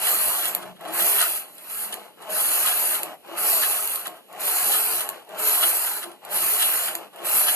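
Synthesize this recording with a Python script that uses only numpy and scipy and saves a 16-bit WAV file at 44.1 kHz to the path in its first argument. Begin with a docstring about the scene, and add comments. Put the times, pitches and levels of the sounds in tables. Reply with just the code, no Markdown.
"""A small room, where a knitting machine's carriage is pushed to and fro by hand, close to two microphone ports.
Juddering sliders ring the case and toothed-wheel hums glide: the carriage rumbles and whirrs on its rail.
Cams scrape along the bed and set steel needles and latches ticking, as bursts of noise through resonances.
Levers clack and a sprung pawl snaps, as brief noise pulses; dull decaying blows bump the carriage on its rail."""
import sys
import numpy as np
from scipy import signal
from scipy.fft import rfft, irfft, next_fast_len
from scipy.io import wavfile
from scipy.ndimage import uniform_filter1d, map_coordinates

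SR = 44100
rng = np.random.default_rng(int(sys.argv[2]) if len(sys.argv) > 2 else 0)


def unload_wav(signal):
    """Save mono or channel-first audio to the path in sys.argv[1] as 16-bit WAV at rate SR, clipped to [-1, 1]."""
    wavfile.write(
        sys.argv[1],
        SR,
        np.round(np.clip(np.atleast_2d(signal).T, -1, 1) * 32767).astype(np.int16),
    )


N = 332955  # length [samples]

# All levels are relative: the mix, the ports and the band limits still act on them.
# Colour of the still room: (frequency [Hz], density [dB per Hz])
STILL_SPECTRUM = [(25, -8), (55, -16), (90, -22), (160, -1), (550, -0.5), (1100, -27), (3000, -8),
                  (6000, -26), (14000, -33)]
# Colour of the deep rumble: (frequency [Hz], density [dB per Hz])
DEEP_SPECTRUM = [(25, -2.5), (55, 0), (90, -6.5), (150, -8), (220, -14), (330, -52)]
# Course of the deep rumble: (time [s], level [dB])
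DEEP_LEVEL = [(0, -46), (1.04, -48), (1.12, -61), (7.55, -70)]
DEEP_SWING_DB = 5.5

# Shoves of the hand: (start [s], end [s], rumble level [dB], tiring over the shove [dB],
# time to get going [s], time to stop [s])
SHOVES = [(-.196, 0.742, -38, 1.5, 0.077, 0.063), (0.777, 1.558, -27.5, 18.5, 0.21, 0.29),
          (1.432, 2.133, -47.5, -13.5, 0.62, 0.23), (2.158, 3.168, -38.5, 0, 0.095, 0.037),
          (3.222, 4.228, -32.5, 16, 0.14, 0.035), (4.278, 5.259, -35.5, 6.5, 0.11, 0.066),
          (5.261, 6.185, -33, 13, 0.12, 0.054), (6.207, 7.097, -36, 4.5, 0.084, 0.05),
          (7.111, 7.994, -33.5, 8.5, 0.15, 0.09)]
# Cams running through needles at work: (meet [s], leave [s], rattle level [dB], swell time [s], fading [dB/s])
NEEDLE_PASSES = [(-0.01, 0.491, -20.5, 0.043, 10), (0.936, 1.378, -18.5, 0.11, 19),
                 (1.55, 1.69, -40, 0.13, 0), (1.698, 1.847, -28.5, 0.099, 5),
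                 (2.303, 2.964, -20, 0.066, 3.5), (3.379, 4, -17.5, 0.1, 20.5),
                 (4.407, 5.017, -19, 0.076, 7), (5.393, 5.985, -18, 0.093, 16.5),
                 (6.316, 6.884, -18.5, 0.04, 7), (7.254, 7.9, -17, 0.1, 25)]
REST_DB, SHIVER_DB = -63.5, -58.5  # floors of the rail's rumble and of the needles' rattle
MEET_DB_PER_S, LEAVE_DB_PER_S = 850, 213  # slopes of the rattle's onset and release
SWELL_DB = 6  # growth of the rattle after its onset
IDLE_DB, IDLE_POWER = -44, 1.2  # idle needles at top speed; exponent of the speed
SPEED_DB = 6.5  # working needles at top speed over those at a crawl

# Resonances of the bed and its case: (frequency [Hz], width [Hz], level [dB])
CASE_MODES = [(196, 46, -8.5), (352, 15.5, -2.5), (428.5, 24.4, -2), (506.4, 20, -11), (533.5, 18, -5.5),
              (628, 42, 2), (675, 24, -2.5), (717.4, 24, 4), (799, 27, -2), (839, 30, -3), (1081, 22, 0.5)]
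# Resonances of the lever and the carriage's frame: (frequency [Hz], width [Hz], level [dB])
FRAME_MODES = [(715.6, 15.3, 4.5), (1280, 68, 6.5), (1398, 43, 6.5), (1461, 63, 3.5), (1600, 27, 6),
               (1700, 59, 3.5), (1926, 117, 3.5), (2825, 284, 2.5), (3090, 72, 9), (3370, 34, 14.5),
               (3260, 87, -3.5), (3820, 96, 3.5), (4130, 40, -2.5)]
# Colour of the rail's rumble: (frequency [Hz], density [dB per Hz])
RAIL_SPECTRUM = [(30, -52), (60, -38), (85, -77), (170, -7.5), (280, -15.5), (360, -4.5), (650, -2.5),
                 (950, -2), (1300, -3), (2000, -10.5), (3000, -6.5), (5500, -26), (14000, -14.5)]
# Colour of the scraping cams: (frequency [Hz], density [dB per Hz])
CAM_SPECTRUM = [(300, -47), (800, -2.5), (1350, 4.5), (1800, -1.5), (2300, 2), (2800, 6), (3400, -14.5),
                (4150, 3), (4900, -6), (5600, -33), (7200, -1), (14000, -28)]
# Colour of needles and latches: (frequency [Hz], density [dB per Hz])
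NEEDLE_SPECTRUM = [(800, -20.5), (2500, -21.5), (4000, -9), (5800, -13.5), (7100, -7), (8500, -4),
                   (9500, 1.5), (10400, 3.5), (11100, 2.5), (12000, 6), (13000, 3.5), (14000, -1.5)]
NEEDLE_SHARE = 0.58  # how far the cams follow the needles rather than the push (0-1)
CRAWL_DB, CRAWL_HZ = -4.5, 1060  # treble loss at a standstill, and the pitch above which it acts
BRIGHT_SPEED = 0.28  # speed (0-1) that opens up the treble
LOOSE_DB = -33  # single latches under a full rattle

# Knocks over levers and clicks in the carriage's play: (time [s], level [dB], swelling and dying time [s])
CLACKS = [(0.069, -23, 0.033), (0.452, -25.5, 0.013), (0.628, -33, .005), (0.766, -46, 0.0071),
          (0.885, -39, 0.0094), (1.001, -18.5, 0.0049), (1.211, -18, 0.032), (1.583, -43.5, .008),
          (1.929, -26.5, 0.006), (2.036, -51, 0.0021), (2.228, -40, .006), (2.678, -20, 0.025),
          (2.823, -32, 0.0027), (2.953, -21.5, 0.0039), (3.634, -19.5, 0.017), (4.06, -27, 0.0062),
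          (4.168, -46, .008), (4.737, -21.5, 0.027), (5.009, -22, 0.0056), (5.19, -53, 0.0021),
          (5.225, -51, 0.0027), (5.248, -52, .003), (5.636, -17, 0.013), (5.871, -24, 0.0041),
          (6.033, -29, 0.011), (6.116, -39, 0.0034), (6.624, -19.5, 0.018), (6.881, -20, 0.0034),
          (7.135, -46, .005), (7.486, -18, 0.013)]
# Colour of the clatter: (frequency [Hz], density [dB per Hz])
KNOCK_SPECTRUM = [(200, -45), (700, 9.5), (1500, -6), (4000, 12.5), (5700, 2), (8000, 11), (11000, 19.5),
                  (14000, -8)]
# Wheel teeth meeting a case resonance: (time [s], pitch [Hz], level [dB], half length [s], glide [Hz/s])
HUMS = [(0.205, 192, -52, 0.16, 2), (.68, 188, -55, 0.12, -79.5), (.905, 326, -40, .03, 652),
        (.985, 350, -47, 0.052, -1), (0.992, 188, -50, .07, 192), (1.161, 410, -48, .04, 2),
        (1.87, 210, -54.5, 0.19, 0), (2.348, 628, -40.5, 0.048, -2), (2.36, 198, -58, .08, -150),
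        (3.06, 343, -45.5, 0.043, -250), (3.334, 338, -44.5, 0.031, 700), (3.453, 424, -44, .045, 49),
        (3.549, 402, -48.5, 0.039, -400), (4.11, 325, -55, .039, -300), (5.461, 429, -37, 0.055, 8),
        (5.648, 352, -50.5, .035, -100), (6.073, 353, -41, 0.03, -200), (6.965, 341, -43, 0.034, -400),
        (7.217, 350, -49, .04, 404)]
WAVER, HUM_DB = 0.011, 2.8  # pitch unsteadiness (fraction); gain on all the hums
# Snaps of the pawl, with a few latch ticks near 3.9 s: (time [s], level [dB])
SNAPS = [(0.5493, -14), (0.811, -39), (1.941, -22), (3.032, -18), (3.8564, -30), (3.875, -21),
         (3.9579, -19), (4.07, -23.5), (4.078, -28), (4.3278, -39), (5.09, -18), (5.099, -30),
         (5.2915, -40), (6.25, -32.5), (6.952, -18.5), (7.16, -36)]
# Colour of the pawl: (frequency [Hz], density [dB per Hz])
PAWL_SPECTRUM = [(300, -4), (1200, -7), (3000, 5.5), (4500, 4), (5600, -13.5), (7300, 8.5), (8500, 2.5),
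                 (10000, 7.5), (12000, 18.5), (14000, -1)]
# Carriage taking up its play on the rail: (time [s], level [dB])
BUMPS = [(.807, -30), (0.849, -25), (2.29, -27), (2.681, -29), (3.44, -23.5), (4.068, -29), (4.74, -24.5),
         (5.29, -38), (6.055, -32.5), (6.221, -42), (7.182, -32), (7.485, -44)]
BUMP_T60_S = 0.12

# Decay of the room: (frequency [Hz], time to fall by 60 dB [s])
ROOM_T60 = [(200, 0.26), (2000, 0.078), (12000, 0.16)]
# Likeness of the two ports: (frequency [Hz], coherence [0-1])
PORT_LIKENESS = [(100, .9), (300, .9), (450, .8), (550, .35), (640, .9), (1500, .94), (1900, .78),
                 (2150, .12), (2500, .5), (3000, .76), (3300, .94), (3500, .99), (3750, .93), (3950, .52),
                 (4200, .58), (4400, .42), (5500, .06), (6700, .45), (7300, .18), (9000, .33), (11000, .22),
                 (13500, .42)]
# Phase between the ports: (frequency [Hz], left lead [rad])
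PORT_LEAD = [(60, 2.6), (180, 1.4), (470, 1.2), (590, 0), (1900, -.45), (2300, 1.3), (3000, 2.2), (3280, 3),
             (3720, 3.2), (4000, 4.3), (4500, 5.1), (6600, 6.1), (8200, 3.1), (9600, 0), (11000, -3.1),
             (13800, -9.4)]
# Balance of the ports: (frequency [Hz], left minus right [dB])
PORT_BALANCE = [(120, -1), (280, -1), (450, 3), (650, 3), (1000, 5.2), (1300, .5), (1750, -1), (2050, -3),
                (2600, -.8), (3400, 0), (5200, -1.5), (6300, -.3), (12000, -.6)]
LOW_CUT_HZ, TOP_HZ = 215, 13950


def amp(db):
    """Decibel law: 20 dB is a factor of ten in amplitude."""
    return 10 ** (np.asarray(db) / 20)


def unit(x):
    """Normalisation: x at rms 1."""
    return x / np.sqrt(np.mean(x ** 2) + 1e-20)


def along(points, hz):
    """Logarithmic pitch scale: (frequency, value) points joined on a log axis."""
    f, value = np.transpose(points)
    return np.interp(np.log(hz + 1), np.log(f + 1), value)


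def wobble(rate):
    """Band-limited randomness: a smooth random curve with rate knots a second."""
    knots = rng.standard_normal(int(N * rate / SR) + 4)
    return map_coordinates(knots, [np.arange(N) * rate / SR])


def filtered(x, response):
    """Linear filtering: the spectrum of x times a response of frequency."""
    m = next_fast_len(N + SR // 2)
    hz = np.fft.rfftfreq(m, 1 / SR)
    return irfft(rfft(x, m) * response(hz), m)[..., :N]


def coloured(x, spectrum):
    """Spectral shaping: x with a broad colour, at rms 1."""
    return unit(filtered(x, lambda hz: amp(along(spectrum, hz))))


def rung(x, modes):
    """Modal resonance: x through a sum of damped resonators of alternating sign, at rms 1."""
    def response(f):
        total = 0
        for k, (centre, width, db) in enumerate(modes):
            damping = 1j * f * width
            total = total + (-1) ** k * amp(db) * damping / (centre ** 2 - f ** 2 + damping)
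        return total
    return unit(filtered(x, response))


def ticks(rate, scatter_db, life):
    """Shot noise: random contacts, rate a second, as decaying bursts of uneven size (life [s]); two views."""
    contacts = rng.random(N) < rate / SR
    sizes = contacts * amp(scatter_db * np.clip(rng.standard_normal(N), -2, 2))
    energy = signal.lfilter([1], [1, -np.exp(-2 / (life * SR))], sizes ** 2 / rate)
    return unit(np.sqrt(np.abs(energy)) * rng.standard_normal((2, N)))


def patchy(x, depth_db):
    """Spectral fluctuation: the colour of x drifts at random, some 700 Hz by 100 ms at a time, at rms 1."""
    z = signal.stft(x, nperseg=512)[2]
    field = rng.standard_normal(z.shape[1:])
    field = uniform_filter1d(field, size=8, axis=0)
    field = uniform_filter1d(field, size=18, axis=1)
    return unit(signal.istft(z * amp(depth_db * unit(field)), nperseg=512)[1][:, :N])


def background():
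    """Stationary and modulated noise: the quiet room, and an uneven deep rumble that drops after a second."""
    still = amp(-56.5) * coloured(rng.standard_normal((2, N)), STILL_SPECTRUM)
    deep_db = np.interp(np.arange(N) / SR, *np.transpose(DEEP_LEVEL)) + DEEP_SWING_DB * wobble(rate=13)
    return still + amp(deep_db) * coloured(rng.standard_normal((2, N)), DEEP_SPECTRUM)


def carriage():
    """Driven motion: each shove gets going, tires and stops; gives speed (0-1) and rail rumble [dB]."""
    t = np.arange(N) / SR
    speed, power = np.zeros((2, N))
    for start, end, db, tiring_db, going_s, stop_s in SHOVES:
        duration = end - start
        u = np.clip((t - start) / duration, 0, 1)
        moving = np.tanh(u * duration / going_s) * np.tanh((1 - u) * duration / stop_s)
        power += (amp(db - tiring_db * u) * moving) ** 2
        speed += np.abs(np.sin(np.pi * u))
    return speed, 10 * np.log10(power + amp(REST_DB) ** 2)


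def rattle(speed):
    """Addition of powers [dB]: idle needles stir with speed; working ones set in, swell, fade and drop out."""
    t = np.arange(N) / SR
    power = amp(SHIVER_DB) ** 2 + (amp(IDLE_DB) * speed ** IDLE_POWER) ** 2
    for meet, leave, db, swell_s, fade_db_per_s in NEEDLE_PASSES:
        yet_to_swell_db = SWELL_DB * np.clip(1 - (t - meet) / swell_s, 0, 1)
        faded_db = fade_db_per_s * np.maximum(t - meet - swell_s, 0)
        edges_db = MEET_DB_PER_S * np.maximum(meet - t, 0) + LEAVE_DB_PER_S * np.maximum(t - leave, 0)
        power += amp(db - yet_to_swell_db - faded_db - edges_db + SPEED_DB * (speed - 1)) ** 2
    return 10 * np.log10(power)


def rail(rail_db):
    """Friction-driven resonance: sliders judder on the rail and drive each case mode now more, now less."""
    judder = ticks(rate=1500, scatter_db=1.5, life=0.00081)
    case = np.zeros((2, N))
    for hz, width, db in CASE_MODES:
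        drive = amp(db + 1.1 * wobble(rate=6.5)) * np.sqrt(width)
        case += drive * rung(judder, [(hz, width, 0)])
    rumble = coloured(ticks(rate=1400, scatter_db=2.8, life=0.0016), RAIL_SPECTRUM)
    return amp(rail_db - 2.0) * unit(case) + amp(rail_db - 1.0) * rumble


def cams(rail_db, needle_db):
    """Impact excitation: needle butts hit the cams and ring the frame, growing with push and needles at work."""
    level_db = NEEDLE_SHARE * needle_db + (1 - NEEDLE_SHARE) * rail_db
    scrape = patchy(coloured(ticks(rate=1500, scatter_db=0.0, life=0.0037), CAM_SPECTRUM), depth_db=2.0)
    ring = rung(ticks(rate=700, scatter_db=5.0, life=0.00052), FRAME_MODES)
    return amp(level_db - 7.0) * scrape + amp(level_db - 10.5) * ring


def brightening(x, speed):
    """Speed-dependent bandwidth: a crawling carriage grumbles; the treble opens up as it gathers speed."""
    dull = filtered(x, lambda hz: 1 / (1 + (hz / CRAWL_HZ) ** 4))
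    treble_gain = amp(CRAWL_DB * np.exp(-(speed / BRIGHT_SPEED) ** 2))
    return dull + treble_gain * (x - dull)


def needles(needle_db):
    """Fusion of dense impacts: needle and latch ticks merge into a bright rush of drifting colour."""
    rush = coloured(ticks(rate=5600, scatter_db=3.0, life=0.0028), NEEDLE_SPECTRUM)
    flutter_db = 0.8 * wobble(rate=33)
    return amp(needle_db + flutter_db) * patchy(rush, depth_db=2.0)


def latches(needle_db):
    """Sparse impacts: here and there a loose latch flips with its own tick, following the rattle's level."""
    flips = coloured(ticks(rate=130, scatter_db=3.5, life=0.00041), NEEDLE_SPECTRUM)
    butts = coloured(ticks(rate=70, scatter_db=2.0, life=0.0011), CAM_SPECTRUM)
    return amp(LOOSE_DB + needle_db - needle_db.max()) * (flips + amp(-13.5) * butts)


def clacks():
    """Transient modal excitation: a knocked lever's clatter swells and dies in the frame's resonances."""
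    t = np.arange(N) / SR
    force = sum(amp(db) * np.exp(-np.abs(t - s) / length) for s, db, length in CLACKS)
    ring = rung(force * ticks(rate=1400, scatter_db=2.5, life=0.0025), FRAME_MODES)
    clatter = coloured(force * ticks(rate=1100, scatter_db=11.5, life=0.0048), KNOCK_SPECTRUM)
    return np.std(force) * (amp(-4.5) * ring + amp(-3.0) * clatter)


def whirr():
    """Tooth-rate resonance: wheel teeth hum in unsteady swells, gliding as the carriage changes speed."""
    t, hum = np.arange(N) / SR, np.zeros(N)
    waver = 1 + WAVER * wobble(rate=60)
    for s, hz, db, length, glide in HUMS:
        near = np.abs(t - s) < 4 * length
        u = t[near] - s
        phase = 2 * np.pi * np.cumsum(waver[near] * (hz + glide * u)) / SR
        overtones = 0.2 * np.sin(2 * phase) + 0.2 * np.sin(3 * phase)
        hum[near] += amp(db) * np.exp(-(u / length) ** 2) * (np.sin(phase) + overtones)
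    # only the first view, the part that both ports share
    return amp(HUM_DB + wobble(rate=40)) * np.array([hum, np.zeros(N)])


def snaps():
    """Impulsive release: the sprung pawl cracks for a few milliseconds and leaves the needles shivering."""
    force = np.zeros(N)
    for s, db in SNAPS:
        force[round(s * SR)] = amp(db)
    u = np.arange(SR // 8) / SR
    crack_shape = np.exp(-((u - 0.001) / 0.0015) ** 2)
    shiver_shape = amp(-22 - 60 * u / 0.09)  # falls by 60 dB in 90 ms
    crack = signal.fftconvolve(force, crack_shape + shiver_shape)[:N] * rng.standard_normal((2, N))
    return np.std(crack) * coloured(crack, PAWL_SPECTRUM)


def bumps():
    """Exponential decay: dull blows of the carriage on its rail ring the case and, faintly, the frame."""
    t = np.arange(N) / SR
    force = sum(amp(db - 60 * np.abs(t - s) / BUMP_T60_S) * (t >= s) for s, db in BUMPS)
    blow = force * rng.standard_normal((2, N))
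    case = amp(-6.5) * rung(blow, CASE_MODES)
    thud = amp(-20) * coloured(blow, RAIL_SPECTRUM)
    frame = amp(-16) * rung(blow, FRAME_MODES)
    return np.std(blow) * (case + thud + frame)


def room(x):
    """Diffuse reverberation: decaying noise, redrawn 14 times a second to stand for the carriage's moving."""
    wet, hop = np.zeros((2, N + SR)), SR // 14
    for start in range(0, N, hop):
        hz, t, z = signal.stft(rng.standard_normal((2, SR // 3)), fs=SR, nperseg=256)
        decay = amp(-60 * t / along(ROOM_T60, hz)[:, None])
        tail = signal.istft(z * decay, fs=SR, nperseg=256)[1]
        answer = signal.fftconvolve(x[:, start:start + hop], tail / np.linalg.norm(tail[0]), axes=1)
        wet[:, start:start + answer.shape[1]] += answer
    return wet[:, :N]


def ports(pair):
    """Interaural-style coherence: two ports hear a shared part with a phase between them, and one that differs."""
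    def mix(hz):
        turn = np.arccos(np.clip(along(PORT_LIKENESS, hz), 0, 1)) / 2
        return np.array([np.cos(turn), np.sin(turn)])

    def sides(hz):
        left = amp(along(PORT_BALANCE, hz) / 2) * np.exp(0.5j * along(PORT_LEAD, hz))
        return np.array([left, 1 / left])

    shared, apart = filtered(pair, mix)
    return filtered(np.array([shared + apart, shared - apart]), sides)


def scene():
    """Superposition: machine, pawl, room answer and background add at the two ports; the pawl is drier."""
    speed, rail_db = carriage()
    needle_db = rattle(speed)
    sliding = brightening(rail(rail_db) + cams(rail_db, needle_db), speed)
    ticking = needles(needle_db) + latches(needle_db)
    machine = sliding + ticking + whirr() + bumps() + clacks()
    pawl = snaps()
    into_room = machine + amp(-3) * pawl
    return ports(machine + pawl + amp(-4.5) * room(into_room) + background())


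def record(dry):
    """Band limitation: the deep bass is thinned and the treble ends steeply at the upper limit."""
    thinned = filtered(dry, lambda hz: hz ** 2 / np.sqrt(hz ** 4 + LOW_CUT_HZ ** 4))
    return filtered(thinned, lambda hz: 1 / (1 + (hz / TOP_HZ) ** 400))


dry = scene()
out = record(dry)
unload_wav(out)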